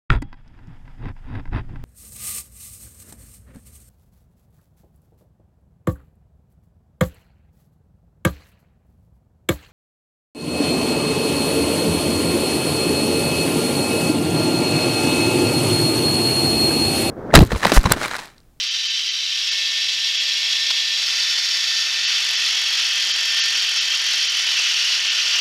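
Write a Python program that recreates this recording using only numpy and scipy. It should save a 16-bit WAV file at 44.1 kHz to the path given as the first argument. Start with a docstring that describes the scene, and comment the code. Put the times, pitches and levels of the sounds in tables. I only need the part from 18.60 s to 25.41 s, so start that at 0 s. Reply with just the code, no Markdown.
"""An electric drill clamped to a bench spins a wooden blank; the microphone swings from the door up to it.
Brush and gear noise excites the housing's resonances, over a tooth-mesh whine, a mains buzz, the rush
of the fan and three bursts of shaft chatter. Then sandpaper is pressed on the wood: friction makes it
hiss, rasp once a turn and squeal thinly, while the speed and the gear whine fall under the load.
Now and then the bass and top treble dip for an instant."""
import sys
import numpy as np
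from scipy import signal
from scipy.fft import rfft, irfft
from scipy.io import wavfile
from scipy.ndimage import uniform_filter1d, minimum_filter1d

SR = 44100
rng = np.random.default_rng(int(sys.argv[2]) if len(sys.argv) > 2 else 0)


def inscribe(sig):
    """Save sig as 16-bit PCM at rate SR to the path in sys.argv[1].

    A 1-D sig is mono; a 2-D sig holds one channel per row.
    Samples are clipped to [-1, 1] before scaling.
    """
    pcm = np.round(np.clip(np.atleast_2d(sig).T, -1, 1) * 32767)
    wavfile.write(sys.argv[1], SR, pcm.astype(np.int16))


N = 300223
T = np.arange(N) / SR
HZ = np.fft.rfftfreq(N, 1 / SR)
MAINS_HZ, GEAR_TEETH = 49.96, 37
# microphone path: (time [s], place [0 toward the door, 1 beside the drill, 2 facing the blank],
# distance [m])
MIC_PATH = [(0, 0.16, 1.05), (.62, 0, .95), (.95, 0.81, .52), (1.55, 0.71, 0.47), (1.85, 1.2, 0.27),
            (2.3, 0.94, 0.32), (2.5, 2, 0.27)]


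def rattle(load, gain_db=2.0, chop=0.12, shade_db=-2, shade_hz=4200):
    """Resonance: brush and gear noise rings the housing, which radiates differently in each direction."""
    # excitation spectrum: (frequency [Hz], relative level [dB])
    excitation = [(30, -107), (1000, -25.5), (1500, -15), (2100, -7), (2700, -4.5), (3400, 1.5), (4400, -2),
                  (5650, 0), (6100, -6.5), (7000, -15.5), (8000, -20.5), (10000, -34), (12300, -32),
                  (15500, -39.5)]
    # housing modes: (frequency [Hz], width [Hz], lift at place 0 [dB], at 1 [dB], at 2 [dB])
    modes = [(1390, 245, 1, -1.5, 7), (1906, 106, -3, 1, 6), (2641, 70, 9, 10.5, 8), (2840, 72, 7, 3, -3),
             (2900, 180, -1.5, 4, 1.5), (3080, 116, 12.5, -2.5, 4), (3280, 115, 2, 9.5, -3.5),
             (3440, 82, -3, 4, 4.5), (3887, 78, 4.5, -0.5, -10.5), (3972, 55, 10, 10, 6.5),
             (4300, 104, 0, 3, 5.5), (4600, 120, 1, -4, 3), (4670, 130, 6, 9, 6.5),
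             (5307, 79, -18, -10, -2.5), (5354, 34, 13, 12, 11.5), (6030, 110, 2, 2, 4),
             (6010, 117, -0.5, -15, -10), (6140, 140, 2, 2, 4.5), (6670, 340, 1, 0.5, 5),
             (7100, 200, 0, 5, 2.5), (9200, 530, 0, 0, 5.5), (10100, 460, 10, 7.5, 10),
             (10760, 300, -1, 9.5, 6.5), (11900, 790, 2, 6, 8)]
    # directivity: (relative level at place 0 [dB], at 1 [dB], at 2 [dB])
    place_db = (-26, -23, -22.5)
    noise = rng.standard_normal(N) * (1 + chop * np.cos(2 * np.pi * 4 * MAINS_HZ * T))
    lifts = sum(np.outer(lift, 1 / (1 + (2 * (HZ - hz) / width) ** 2)) for hz, width, *lift in modes)
    heard = unit(at_place([colour(noise, spectrum(excitation) + lift) for lift in lifts]))
    # the gloved hand on the wood screens the treble
    shaded = colour(heard, shade_db * HZ ** 4 / (HZ ** 4 + shade_hz ** 4))
    unsteady_db = drift(79) + (0.16 + 0.68 * load) * drift(12)
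    return (heard + load * (shaded - heard)) * amp(at_place(place_db) + gain_db + unsteady_db)


def gears(turns, load, wobble_rad=0.43, waver_db=3.0, clatter_db=-31, clatter_hz=170):
    """Tooth meshing: harmonics of the tooth rate whine, and load adds a band of clatter."""
    # mesh tones: (multiple of the tooth rate, level running free [dB], level under load [dB])
    whine = [(1, -62, -49), (2, -39, -36.5), (6, -64, -70)]
    mesh = 2 * np.pi * GEAR_TEETH * turns
    runout = wobble_rad * np.sin(2 * np.pi * turns)  # an off-centre wheel gives each line sidebands
    out = amp(clatter_db) * load * narrowband(2 * mesh, clatter_hz)
    for multiple, free_db, loaded_db in whine:
        db = free_db + load * (loaded_db - free_db) + waver_db * drift(14)
        phase = multiple * (mesh + runout) + drift(30)
        out += np.sqrt(2) * np.sin(phase) * amp(db)
    return out


def mains_buzz(gain_db=-1.5, waver_db=2.7, smear_rad=0.57):
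    """Forced vibration: chopped mains current shakes the motor iron at pitches independent of speed."""
    # buzz lines: (multiple of twice the mains frequency, relative level at place 0 [dB],
    # at 1 [dB], at 2 [dB])
    harmonics = [(6, -67, -60, -68), (12, -62, -59, -55), (16, -55, -57, -51), (18, -48, -38, -37),
                 (20, -49, -48, -43), (22, -52, -40, -43), (24, -48, -47, -43), (26, -52, -42, -39),
                 (30, -47, -49, -42), (32, -50, -47, -42), (34, -50, -40, -48), (36, -49, -40, -52),
                 (38, -50, -41, -43), (40, -48, -44, -45), (54, -45, -42, -38), (56, -41, -46, -43)]
    out = np.zeros(N)
    for multiple, *db in harmonics:
        phase = 2 * np.pi * (multiple * 2 * MAINS_HZ * T + rng.random()) + smear_rad * drift(15)
        out += np.sqrt(2) * np.sin(phase) * amp(at_place(db) + gain_db + waver_db * drift(5.4))
    return out


def hand(sag, touch_s=3.19, bite_s=3.39, push_width_s=0.042, db_per_sag=0.43, flat_sag=13):
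    """Friction brakes the spindle, so lost speed gives the pressure (dB) and the rasp's depth (0-1)."""
    # the hand pushes or eases for a moment: (time [s], pressure change [dB])
    pushes = [(3.72, 1.5), (4.81, 5.5), (5.23, -5), (6.0, 4.5), (6.78, 5.5)]
    pushes_db = sum(db * np.exp(-((T - s) / push_width_s) ** 2) for s, db in pushes)
    contact_db = 20 * np.log10(ramp(touch_s, length_s=0.21) + 1e-4)
    press_db = -1.5 + db_per_sag * sag + pushes_db + contact_db
    # at flat_sag the paper would hug the blank so hard that the once-a-turn rasp vanishes
    depth = ramp(bite_s, length_s=0.24) * np.clip(1 - (sag / flat_sag) ** 2, 0, 1)
    return press_db, depth


def sandpaper(turns, press_db, depth, hiss_db=-29, grit_db=-42, chip_db=-51, rasp_db=17, throb=0.37):
    """Sliding friction: paper hisses, and its grits snap hardest as the blank's high side comes round."""
    # spectra of the hiss and of the snaps' dull part: (frequency [Hz], relative level [dB])
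    hiss_shape = [(500, -54), (1000, -25), (1450, -12), (2150, -12), (2700, 2), (3300, 1), (3800, -35),
                  (6000, -3), (9000, -93)]
    snap_shape = [(25, -64), (130, -26.5), (500, -3), (1500, 2), (4000, -2.5), (7000, 9), (8500, -5.5),
                  (12000, -40), (15500, -18)]
    high_side = depth * np.cos(2 * np.pi * turns)
    grip = amp(press_db + 2.5 * drift(36))  # the paper shakes in the fingers
    hiss = unit(colour(rng.standard_normal(N), spectrum(hiss_shape))) * (1 + throb * high_side) * grip
    # a deeper rasp gathers the snaps into a shorter part of the turn
    bite = amp(press_db + rasp_db * (high_side - .5 * depth))
    snaps = unit(colour(clicks(per_s=4000, spread_db=5) * bite, spectrum(snap_shape)))
    return amp(hiss_db) * hiss + amp(grit_db) * snaps + amp(chip_db) * chips(bite * depth)


def chips(force, low_hz=7600, high_hz=11950, pitches=8, size=44):
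    """Fracture: grits tear single fibres, giving millisecond ticks at several pitches."""
    out = np.zeros(N)
    for hz in np.linspace(low_hz, high_hz, pitches):
        tick = np.hanning(size) * np.sin(2 * np.pi * hz * T[:size])
        out += np.convolve(clicks(per_s=400, spread_db=4) * force, tick, "same")
    return unit(out)


def squeal(sag, free_hz=9500, hz_per_sag=-86, level_db=-51, waver_db=3):
    """Stick-slip: the paper's edge catches and releases on the wood, lower as the wood slows."""
    phase = 2 * np.pi * np.cumsum(free_hz + hz_per_sag * sag) / SR
    swell = np.sin(np.pi * ramp(start_s=5.56, length_s=1.04))
    return swell * amp(level_db + waver_db * drift(8)) * narrowband(phase, width_hz=70)


def shaft_chatter():
    """Transient excitation: the spinning shaft chatters in short bursts of broadband noise."""
    # bursts: (time [s], level [dB], length [s])
    bursts = [(0.907, -29.5, 0.052), (2.102, -13, .014), (5.532, -20, .02)]
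    # their spectrum: (frequency [Hz], relative level [dB])
    burst_shape = [(30, -58), (150, -35), (600, -21), (1500, -5), (3300, 1), (4800, 6), (8000, -19),
                   (15000, -35)]
    envelope = sum(amp(db) * np.sin(np.pi * ramp(s, length) ** 0.82) for s, db, length in bursts)
    shape_db = spectrum(burst_shape)
    return colour(envelope * rng.standard_normal(N), shape_db) / np.sqrt(np.mean(amp(shape_db) ** 2))


def fan(db_at_1m=-62, gust_db=1.3):
    """Turbulence: cooling air rushes from the vents, its sound pressure falling as 1 / distance."""
    # airflow spectrum: (frequency [Hz], relative level [dB])
    air_shape = [(25, -52), (80, -30), (160, -16.5), (300, -7), (500, 0.5), (800, 4.5), (1100, 6),
                 (1600, -6), (3000, -33)]
    _, distance = curves(MIC_PATH)
    air = unit(colour(rng.standard_normal(N), spectrum(air_shape)))
    return air * amp(db_at_1m + gust_db * drift(40)) / distance


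def armature(turns, level_db=-76, waver_db=3.5, pinion_teeth=4):
    """Rotating unbalance: the motor hums faintly at its own rate of rotation."""
    phase = 2 * np.pi * turns * GEAR_TEETH / pinion_teeth
    return np.sqrt(2) * np.sin(phase) * amp(level_db + waver_db * drift(5.5))


def amp(db):
    """Decibels to amplitude ratio."""
    return 10 ** (np.asarray(db) / 20)


def unit(x):
    """Normalisation to rms 1."""
    return x / np.sqrt(np.mean(x ** 2) + 1e-20)


def ramp(start_s, length_s):
    """Linear rise from 0 to 1."""
    return np.clip((T - start_s) / length_s, 0, 1)


def curves(rows):
    """Linear interpolation of a table of times: one value a sample for each column."""
    times, *columns = np.transpose(rows)
    return [np.interp(T, times, column) for column in columns]


def at_place(values):
    """Directivity: a crossfade between the values at three places as the microphone moves."""
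    place, _ = curves(MIC_PATH)
    return sum(value * np.maximum(1 - abs(place - k), 0) for k, value in enumerate(values))


def spectrum(points):
    """Spectral envelope: (Hz, dB) points joined on a log-frequency axis."""
    hz, db = np.transpose(points)
    return np.interp(np.log(HZ + 1), np.log(hz), db)


def colour(x, db):
    """Zero-phase filtering by a gain for each frequency."""
    return irfft(rfft(x) * amp(db), N)


def drift(rate_hz, size=4096):
    """Random modulation: low-pass noise of rms 1, up to about the given rate."""
    hz = np.fft.rfftfreq(size, T[-1] / size)
    slow = irfft(rfft(rng.standard_normal(size)) * np.exp(-(hz / rate_hz) ** 2), size)
    return unit(np.interp(T, np.linspace(0, T[-1], size), slow))


def narrowband(phase, width_hz):
    """Quadrature modulation: a narrow band of noise, rms 1, that follows a phase."""
    return drift(width_hz) * np.cos(phase) + drift(width_hz) * np.sin(phase)


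def clicks(per_s, spread_db):
    """Shot noise: a random train of clicks, a few much larger than the rest."""
    sizes = rng.choice([-1, 1], N) * amp(spread_db * np.minimum(rng.exponential(1, N), 4))
    return sizes * (rng.random(N) < per_s / SR)


def limit(x, knee=0.31, size=89):
    """Soft limiting: the gain eases down quickly around peaks above the knee."""
    gain = np.minimum(1, knee / (abs(x) + 1e-9)) ** .65
    return x * uniform_filter1d(minimum_filter1d(gain, size), size)


def scene():
    """Superposition of drill and sandpaper, coupled through the speed of one spindle."""
    # spindle rotation: (time [s], speed [turns/s])
    spindle_speed = [(1.6, 48.45), (2.2, 47.8), (3.45, 48.4), (4.0, 44.8), (4.3, 43.8), (4.8, 43.75),
                     (5.1, 42.4), (5.45, 43.7), (5.7, 41.6), (6.2, 38.8), (6.5, 39.3), (6.8, 38.5)]
    speed, = curves(spindle_speed)
    turns = np.cumsum(speed) / SR
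    sag = speed.max() - speed  # turns a second lost
    press_db, depth = hand(sag)
    load = np.minimum(amp(press_db), 1)
    drill = rattle(load) + fan() + mains_buzz() + gears(turns, load) + armature(turns)
    return (drill + sandpaper(turns, press_db, depth) + squeal(sag) + shaft_chatter())[None]


def record(dry, dip_s=0.01, low_hz=1150, high_hz=7400, edge_hz=15750):
    """Band splitting: bass and top treble dip briefly while the middle stays; then limiter and low-pass."""
    # dips outside the middle band: (time [s], depth [dB])
    dips = [(.096, 20), (.288, 14), (.501, 14), (.907, 15), (1.589, 13), (3.465, 16), (3.763, 13),
            (4.532, 15), (4.821, 66), (5.198, 15), (5.687, 17), (6.497, 12)]
    band_pass = signal.firwin(201, [low_hz, high_hz], pass_zero=False, fs=SR)
    middle = signal.oaconvolve(dry, band_pass[None], "same")
    dip_db = sum(depth * np.exp(-((T - s) / dip_s) ** 2) for s, depth in dips)
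    limited = limit(middle + (dry - middle) * amp(-dip_db))
    low_pass = signal.firwin(511, edge_hz, window=("kaiser", 9), fs=SR)
    return signal.oaconvolve(limited, low_pass[None], "same")


dry = scene()
out = record(dry)
inscribe(out)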